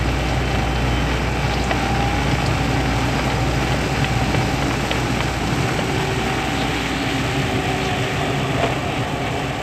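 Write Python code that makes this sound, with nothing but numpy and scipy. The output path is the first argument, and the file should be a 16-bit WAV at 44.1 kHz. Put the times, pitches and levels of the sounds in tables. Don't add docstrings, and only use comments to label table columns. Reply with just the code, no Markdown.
import sys
import numpy as np
from scipy import signal
from scipy.fft import rfft, irfft, next_fast_len
from scipy.io import wavfile
from scipy.ndimage import map_coordinates

SR = 44100
rng = np.random.default_rng(int(sys.argv[2]) if len(sys.argv) > 2 else 0)


def digitize_waveform(pressure):
    field = np.atleast_2d(pressure).T
    bounded = np.clip(field, -1, 1)
    quanta = np.round(bounded * 32767).astype(np.int16)
    wavfile.write(sys.argv[1], SR, quanta)


N = 424241
SPEED_M_PER_S, SOUND_M_PER_S = 1.2, 343
FIRING_HZ, PISTON_HZ = 60.0, 383.5

# (time when nearest [s], distance [m], level there [dB], loss per doubling [dB])
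EXHAUST_PASS = (0.14, 8, -26.5, 18)
PANELS_PASS = (10, 20, -26, 8)
WEBS_PASS = (3.5, 4.5, -26, 4)
TAIL_PASS = (8, 1, -28, 5)
TURBO_PASS = (6, 0.5, -52, 2)
CONVEYOR_PASS = (7, 1.17, -31, 18)

# (time [s], relative level [dB])
FAN_LEVEL = [(0, -36.5), (1.3, -39.5), (3.1, -30.5), (3.6, -39.5), (4.25, -32.5), (5.3, -38), (6.3, -37),
             (6.95, -30.5), (7.8, -35.5), (9.62, -44)]
BOOM_LEVEL = [(0, -35), (2.3, -35.5), (3.2, -31.5), (4.3, -36.5), (5.6, -39), (6, -50), (6.7, -40),
              (7.2, -36.5), (7.9, -34.5), (8.4, -35), (9.62, -34.5)]
CHASSIS_LEVEL = [(0, -24.5), (1.35, -28), (2.3, -24), (3.6, -25), (4.3, -21.5), (4.9, -26.5), (5.9, -24.5),
                 (6.4, -29), (7.1, -29), (7.4, -25), (8.6, -25.5), (9.62, -28.5)]
SOIL_LEVEL = [(0, -40.5), (2, -38.5), (3.5, -36.5), (5.2, -35.5), (7.2, -36.5), (7.8, -36.5), (8.4, -38),
              (8.9, -39.5), (9.62, -40.5)]
# (frequency [Hz], relative spectral density [dB])
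CHASSIS_SPECTRUM = [(18, -62), (31, -39), (45, -33), (70, -6.5), (86, -5.5), (104, -2), (122, 1.5),
                    (142, 0), (170, -5.5), (230, -17.5), (400, -22.5), (1000, -78)]
PANEL_SIDE_SPECTRUM = [(120, -8), (200, 0), (245, 1.5), (280, 1.5), (330, 1.5), (370, -5.5), (430, -2),
                       (520, -12.5), (700, -7.5), (810, -4), (900, -10.5), (1100, -32), (2500, -43)]
PANEL_REAR_SPECTRUM = [(120, -9), (190, -6), (240, -3.5), (280, 3.5), (350, -8), (410, -3), (520, -10.5),
                       (620, -7.5), (750, -1.5), (830, -6), (940, -16), (1150, -9), (2500, -49.5)]
WEB_SIDE_SPECTRUM = [(530, -3), (900, -1.5), (1050, -4.5), (1370, -2), (1510, -3.5), (1820, -5),
                     (1970, -5.5), (2370, -4), (2570, -5), (2650, -4.5), (3130, -10.5), (3230, -10.5),
                     (3850, -15), (4960, -19.5), (6000, -18.5), (7800, -77), (13200, -120)]
WEB_REAR_SPECTRUM = [(530, -21), (900, 2), (959, -8), (1150, -6.5), (1260, -0.5), (1390, -3.5), (1610, -3),
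                     (1810, 1.5), (2170, -2), (2350, 2), (2510, -0.5), (2780, -0.5), (3470, -7),
                     (4770, -29), (6000, -27), (7800, -48), (13200, -120)]
SOIL_SPECTRUM = [(2000, -4.5), (4000, 2.5), (5500, -0.5), (6800, -2.5), (7300, -0.5), (8100, -2),
                 (8700, -5.5), (9300, -28), (10600, -21), (12100, -9.5), (13000, -20), (14000, -18)]
CONVEYOR_SPECTRUM = [(700, -25), (1100, -1), (1600, -1.5), (2100, 0), (3000, -2.5), (4200, -10),
                     (5200, -28), (9000, -42)]
SHEET_SPECTRUM = [(150, -20), (400, -6), (560, -4), (690, 1), (1000, -8), (1600, -12), (2800, -9),
                  (3600, -15), (4300, -28), (7500, -31), (10000, -60)]
# (multiple of its rate, level relative to the chassis envelope [dB])
SHAKER_HARMONICS = [(11, -9), (12, -11), (13, -17), (17, -16)]
# (peak time [s], half width [s], pitch [Hz], level [dB])
LINK_SQUEALS = [(2.91, .02, 4960, -41.5), (3.22, .03, 4960, -47), (3.37, .015, 4965, -41.5),
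                (3.57, .02, 4930, -41), (4.44, .04, 4935, -45), (5, .04, 4940, -47), (3.08, .05, 4170, -46),
                (3.96, .04, 4180, -44), (4.33, .2, 4175, -47.5)]
# (peak time [s], half width [s], centre [Hz], band width [octaves], level [dB])
CROP_LOADS = [(6.61, .025, 3700, .2, -34), (6.78, .04, 3600, .2, -39), (6.98, .07, 4000, .15, -39.5),
              (7.1, .035, 2200, .4, -28.5), (7.85, .03, 3900, .2, -35.5), (7.97, .1, 3420, .05, -44),
              (8.26, .045, 3470, .05, -38), (8.46, .05, 3440, .05, -42), (8.94, .06, 2400, .5, -33.5),
              (9.26, .045, 2300, .5, -33), (9.48, .08, 2200, .5, -34)]
# (time [s], relative level [dB], centre [Hz], t60 [s])
GRIT_SPILLS = [(.287, -33, 4700, .1), (.511, -33, 4300, .08), (.758, -35, 4200, .05),
               (1.318, -39, 6500, .05), (1.45, -38, 4500, .3), (1.508, -31.5, 3700, .15),
               (1.537, -30.5, 4800, .22), (1.562, -30, 2700, .12), (1.595, -32.5, 4200, .2),
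               (1.636, -35, 6800, .13), (1.711, -31, 5000, .06), (2.312, -34.5, 5300, .06),
               (2.461, -33.5, 4530, .11), (2.463, -37, 7400, .11), (3.3, -34.5, 3900, .14),
               (3.465, -35, 3700, .09), (5.241, -34, 5500, .08), (5.473, -34, 5200, .07),
               (7.85, -35, 5600, .1), (8.628, -41.5, 6900, .15)]
# (time [s], level [dB], treble gain [dB])
CLOD_BLOWS = [(8.583, -26, 0), (8.596, -20.5, -3), (8.607, -20.5, 8), (8.6285, -13, -1),
              (8.6385, -11.5, -8), (8.665, -21.5, 6), (8.698, -24, -12)]
# (time [s], relative level [dB], ring centre [Hz], thud gain [dB], thud pitch [Hz])
STONE_HITS = [(.478, -17, 2000, -12, 700), (.511, -16.5, 2900, -14, 700), (.5487, -14.5, 3000, -8, 600),
              (1.5374, -15, 3400, -6, 800), (1.711, -7.8, 1900, 2.5, 660), (2.0046, -13.5, 1900, -8, 800),
              (2.312, -15.5, 3200, -12, 800), (2.804, -15.5, 3000, -10, 700),
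              (3.1936, -11.5, 2100, -3, 520), (3.3004, -15, 2600, -12, 600), (3.321, -13, 1500, -8, 900),
              (3.7204, -11.5, 3900, -9, 500), (3.743, -18, 1200, 4, 600), (4.0438, -6.3, 2050, -8, 800),
              (4.3458, -9, 1750, -2, 540), (4.413, -16, 1700, -8, 900), (4.6234, -11.5, 1600, -1, 520),
              (4.7087, -12.5, 1650, -14, 900), (4.913, -6.2, 2950, -4.5, 560), (5.2048, -9, 2750, -5, 950),
              (5.473, -15.5, 3700, -9, 500), (5.7905, -13.3, 2600, 4.5, 570),
              (6.6198, -14.5, 3600, -8, 600), (6.866, -15, 2400, -10, 700)]
# (frequency [Hz], relative level [dB], t60 [s])
FRAME_MODES = [(800, -4, .04), (1000, -4, .04), (1324, -3, .036), (1620, -4, .034), (2030, -1, .036),
               (2300, -4, .032), (2660, -3, .03), (3020, -1.5, .036), (3390, -7, .028), (3770, -9, .026),
               (4200, -13, .022), (4870, -17, .02)]
# (time [s], pitch [Hz], level [dB])
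DRIVE_TONE = [(0, 835, -41), (.7, 800, -39), (1, 822, -37), (1.35, 852, -38), (1.68, 794, -35),
              (1.9, 798, -29), (2.12, 809, -25.7), (2.25, 834, -35), (2.52, 812, -35.5), (2.72, 836, -35.5),
              (3.6, 815, -40), (6.3, 808, -41), (7.1, 800, -42), (7.45, 772, -42), (7.56, 756, -31),
              (7.7, 714, -33), (7.8, 735, -36), (7.92, 742, -31), (8.05, 735, -41), (8.25, 680, -31.5),
              (8.38, 705, -33), (8.5, 690, -40), (8.66, 682, -30), (8.78, 680, -40), (8.87, 700, -32),
              (8.97, 745, -33.5), (9.15, 700, -37), (9.62, 735, -45)]
# (time [s], first partial [dB], second partial before its trim [dB])
PUMP_LEVELS = [(0, -42, -38), (.7, -43, -33), (1.05, -45, -46), (1.35, -40, -35), (1.65, -35.5, -32.5),
               (1.95, -41, -31), (2.2, -43, -44), (2.55, -42, -36), (2.9, -42, -32.5), (3.15, -44, -36),
               (3.45, -46, -31.5), (3.8, -35, -42), (4.05, -44, -32.5), (4.2, -48, -35), (4.35, -48, -32),
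               (4.65, -47, -37), (5, -46, -44), (5.3, -45, -34), (5.58, -43, -36.5), (5.72, -31, -38),
               (6.3, -30.5, -32.5), (6.6, -39, -34.5), (7, -44, -40), (7.3, -33, -45), (7.8, -29, -34),
               (8.1, -35.5, -41), (8.7, -36, -45), (9.62, -44, -45)]
# (multiple of the piston rate, level beside the cab [dB], level behind [dB])
PUMP_OVERTONES = [(3, -44.5, -51), (4, -45, -50), (5, -43, -51.5), (6, -40, -45.5), (7, -44, -48)]
# (peak time [s], level [dB], half width [s])
PIPE_SQUEALS = [(.08, -48, .03), (.47, -46, .03), (.77, -41.5, .03), (.96, -36.5, .04)]
# (multiple of the firing rate, relative level [dB])
EXHAUST_ORDERS = [(1, 1.5), (1.5, -14.5), (2, -5), (3.5, -25), (4.5, -20.5), (5, -17.5)]


def amp(db):
    return 10 ** (np.asarray(db) / 20)


def unit(x):
    return x / np.sqrt(np.mean(x ** 2) + 1e-20)


def clock(size=N):
    return np.arange(size) / SR


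def curves(rows):
    times, *columns = np.transpose(rows)
    return [np.interp(clock(), times, column) for column in columns]


def noise(size=N):
    return rng.standard_normal(size)


def wobble(rate):
    return map_coordinates(noise(int(N * rate / SR) + 4), [clock() * rate])


def swell(peak_s, half_width_s):
    return np.exp(-.5 * ((clock() - peak_s) / half_width_s) ** 2)


def phase(hz):
    return 2 * np.pi * np.cumsum(hz) / SR


def filtered(x, response):
    size = next_fast_len(len(x) + 8192)
    return irfft(rfft(x, size) * response(np.fft.rfftfreq(size, 1 / SR)), size)[:len(x)]


def coloured(x, spectrum):
    points_hz, db = np.transpose(spectrum)
    return unit(filtered(x, lambda hz: amp(np.interp(np.log(hz + 1), np.log(points_hz), db))))


def banded(x, centre_hz, octaves):
    return unit(filtered(x, lambda hz: np.exp(-.5 * (np.log2((hz + 1) / centre_hz) / octaves) ** 2)))


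def rattle(rate, spread_db, t60):
    contacts = rng.random(N) < rate / SR
    power = contacts * amp(spread_db * np.clip(noise(), -2, 2)) ** 2
    decay = amp(-60 * clock(SR // 8) / t60) ** 2
    envelope = np.sqrt(np.abs(signal.fftconvolve(power, decay)[:N]))
    return unit(envelope * noise())


def add(track, s, sound):
    start = round(s * SR)
    track[start:start + len(sound)] += sound[:N - start]


def travelled(nearest_s):
    return SPEED_M_PER_S * (clock() - nearest_s)


def going_by(nearest_s, distance_m, db, doubling_db):
    return db - doubling_db * np.log2(np.hypot(1, travelled(nearest_s) / distance_m))


def doppler(nearest_s, distance_m):
    metres = travelled(nearest_s)
    return 1 - SPEED_M_PER_S / SOUND_M_PER_S * metres / np.hypot(metres, distance_m)


def crossfade(side, rear, start_s, end_s):
    share = np.clip((clock() - start_s) / (end_s - start_s), 0, 1)
    return np.sqrt(1 - share) * side + np.sqrt(share) * rear


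def turbocharger(pitch_hz=7942, jitter=.0014):
    turn = phase(pitch_hz * (1 + jitter * wobble(30)))
    return amp(going_by(*TURBO_PASS)) * np.sqrt(2) * np.sin(turn)


def fan(blade_hz=273, jitter=.0277, flutter_db=3):
    db, = curves(FAN_LEVEL)
    flutter = amp(flutter_db * wobble(20))
    turn = phase(blade_hz * (1 + jitter * wobble(30)))
    return amp(db) * unit(flutter * np.sin(turn))


def sheet_boom(centre_hz=590, octaves=.33, trim_db=-.6):
    db, = curves(BOOM_LEVEL)
    return amp(db + trim_db) * banded(noise(), centre_hz, octaves)


def shaker(rate_hz=FIRING_HZ / 5, jitter=.02, flutter_db=2):
    chassis_db, = curves(CHASSIS_LEVEL)
    out = np.zeros(N)
    for k, db in SHAKER_HARMONICS:
        flutter = amp(flutter_db * wobble(8))
        turn = phase(k * rate_hz * (1 + jitter * wobble(12)))
        out += amp(chassis_db + db) * unit(flutter * np.sin(turn))
    return out


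def bodywork(rumble_trim_db=-2, throb_db=1, sway_db=.75):
    chassis_db, = curves(CHASSIS_LEVEL)
    rumble_db = chassis_db + rumble_trim_db + throb_db * wobble(11)
    rumble = amp(rumble_db) * coloured(noise(), CHASSIS_SPECTRUM)
    panel_db = going_by(*PANELS_PASS) + sway_db * wobble(7)
    side = coloured(noise(), PANEL_SIDE_SPECTRUM)
    rear = coloured(noise(), PANEL_REAR_SPECTRUM)
    return rumble + amp(panel_db) * crossfade(side, rear, start_s=5.73, end_s=8.48)


def soil(flow_db):
    return amp(flow_db) * coloured(rattle(rate=3200, spread_db=3, t60=.02), SOIL_SPECTRUM)


def intake_chain(flow_db, relative_db=-12, ring_hz=4950, width_hz=60):
    contacts = rattle(rate=70, spread_db=2, t60=.09)
    jingle = unit(filtered(contacts, lambda hz: np.exp(-.5 * ((hz - ring_hz) / width_hz) ** 2)))
    return amp(flow_db + relative_db) * crossfade(jingle, 0, start_s=4, end_s=5.5)


def link_squeals(jitter=.0065, flutter_db=5):
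    out = np.zeros(N)
    for s, width_s, hz, db in LINK_SQUEALS:
        flutter = amp(flutter_db * np.clip(wobble(45), -2, 1))
        turn = phase(hz * (1 + jitter * wobble(110)))
        out += amp(db) * swell(s, width_s) * unit(flutter * np.sin(turn))
    return out


def grit(trim_db=1, octaves=.23, grain_db=3.5):
    out, t = np.zeros(N), clock(SR // 4)
    for s, db, centre_hz, t60 in GRIT_SPILLS:
        add(out, s, amp(db + trim_db - 60 * t / t60) * banded(noise(len(t)), centre_hz, octaves))
    return out * unit(amp(grain_db * wobble(350)))


def conveyor():
    crop = rattle(rate=2400, spread_db=2.5, t60=.03)
    return amp(going_by(*CONVEYOR_PASS)) * coloured(crop, CONVEYOR_SPECTRUM)


def crop_surges():
    crop = rattle(rate=1200, spread_db=2.5, t60=.025)
    return sum(amp(db) * swell(s, width_s) * banded(crop, hz, octaves)
               for s, width_s, hz, octaves, db in CROP_LOADS)


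def conveyor_drive(jitter=.006, flutter_db=1.5, free_hz=810, rough_per_hz=.00007):
    pitch_hz, db = curves(DRIVE_TONE)
    sag_hz = np.maximum(free_hz - pitch_hz, 0)
    roughness = jitter * np.clip(amp(-36 - db), .3, 2) + rough_per_hz * sag_hz
    flutter = amp(flutter_db * wobble(25))
    turn = phase(pitch_hz * (1 + roughness * wobble(45)))
    return amp(db) * unit(flutter * np.sin(turn))


def clod(t60=.09, attack_s=.0015, treble_hz=1100, sheet_hz=685, ring_db=-5):
    out, t = np.zeros(N), clock(SR // 4)
    attack = 1 - np.exp(-t / attack_s)
    for s, db, treble_db in CLOD_BLOWS:
        spectrum = [(hz, level + treble_db * (hz > treble_hz)) for hz, level in SHEET_SPECTRUM]
        ring = amp(ring_db) * np.sqrt(2) * np.sin(2 * np.pi * sheet_hz * rng.normal(1, .03) * t)
        scrape = coloured(noise(len(t)), spectrum)
        add(out, s, amp(db - 60 * t / t60) * attack * unit(scrape + ring))
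    return out


def stones(attack_s=.0004, body_hz=900, detune=.025):
    out, t = np.zeros(N), clock(SR // 8)
    attack = 1 - np.exp(-t / attack_s)
    for s, db, centre_hz, thud_db, thud_hz in STONE_HITS:
        ring = np.zeros(len(t))
        for hz, mode_db, t60 in FRAME_MODES:
            struck_db = mode_db + rng.normal(0, 1) - 5 * np.log2(hz / centre_hz) ** 2
            cycles = hz * rng.normal(1, detune) * t + rng.random()
            ring += amp(struck_db - 60 * t / t60) * np.sin(2 * np.pi * cycles)
        crack = amp(-60 * t / .025) * banded(noise(len(t)), centre_hz, octaves=.5)
        body = amp(-60 * t / .035) * banded(noise(len(t)), body_hz, octaves=.6)
        thud = amp(thud_db - 60 * t / .028) * np.sin(2 * np.pi * thud_hz * t)
        add(out, s, amp(db) * attack * (.36 * ring + .23 * crack + .17 * body + .9 * thud))
    return out


def pump(second_trim_db=-.5, jitter=.0013, flutter_db=2, blur_rad=.1, pipe_db=-46, fade_db_per_s=.2):
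    first_db, second_db = curves(PUMP_LEVELS)
    t = clock()
    squeals = sum(amp(db) * swell(s, width_s) for s, db, width_s in PIPE_SQUEALS)
    singing = amp(pipe_db - fade_db_per_s * t + flutter_db * wobble(13))
    turn = phase(PISTON_HZ * doppler(nearest_s=2.6, distance_m=4) * (1 + jitter * wobble(35)))

    def partial(k):
        blur = blur_rad * k * wobble(60)
        flutter = amp(flutter_db * wobble(14))
        return unit(flutter * np.sin(k * turn + blur + 2 * np.pi * rng.random()))

    behind = t / t[-1]
    overtones = sum(amp(side + (rear - side) * behind) * partial(k) for k, side, rear in PUMP_OVERTONES)
    whine = amp(first_db) * partial(1) + amp(second_db + second_trim_db) * partial(2)
    return whine + overtones + (singing + squeals) * partial(8)


def sieve_webs(feed_db):
    rods = rattle(rate=2600, spread_db=3, t60=.025)
    pebbles = amp(-13) * rattle(rate=28, spread_db=2, t60=.035)
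    flank = amp(going_by(*WEBS_PASS) + feed_db) * coloured(rods + pebbles, WEB_SIDE_SPECTRUM)
    tail = amp(going_by(*TAIL_PASS) + feed_db) * coloured(rods, WEB_REAR_SPECTRUM)
    return crossfade(flank, tail, start_s=5.7, end_s=7.05)


def exhaust(hunt=.0026, fundamental_flutter_db=1, upper_flutter_db=3):
    turn = phase(FIRING_HZ * (1 + hunt * wobble(3.94)))
    drone = np.zeros(N)
    for order, db in EXHAUST_ORDERS:
        flutter_db = (fundamental_flutter_db if order == 1 else upper_flutter_db) * wobble(7.2)
        drone += amp(db + flutter_db) * np.sin(order * turn + 2 * np.pi * rng.random())
    return amp(going_by(*EXHAUST_PASS)) * np.sqrt(2) * drone


def scene():
    tones = exhaust() + pump() + conveyor_drive() + fan() + turbocharger() + shaker()
    structure = bodywork()
    feed_db = .56 * wobble(7)
    flow_db = curves(SOIL_LEVEL)[0] + feed_db
    sifting = sieve_webs(feed_db) + soil(flow_db) + intake_chain(flow_db)
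    running = tones + structure + sifting + sheet_boom() + conveyor()
    return (running + link_squeals() + crop_surges() + stones() + grit() + clod())[None]


def record(dry, low_hz=32, top_hz=14000):
    band = lambda hz: (hz < top_hz) * hz ** 6 / (hz ** 6 + low_hz ** 6)
    return np.array([filtered(channel, band) for channel in dry])


dry = scene()
out = record(dry)
digitize_waveform(out)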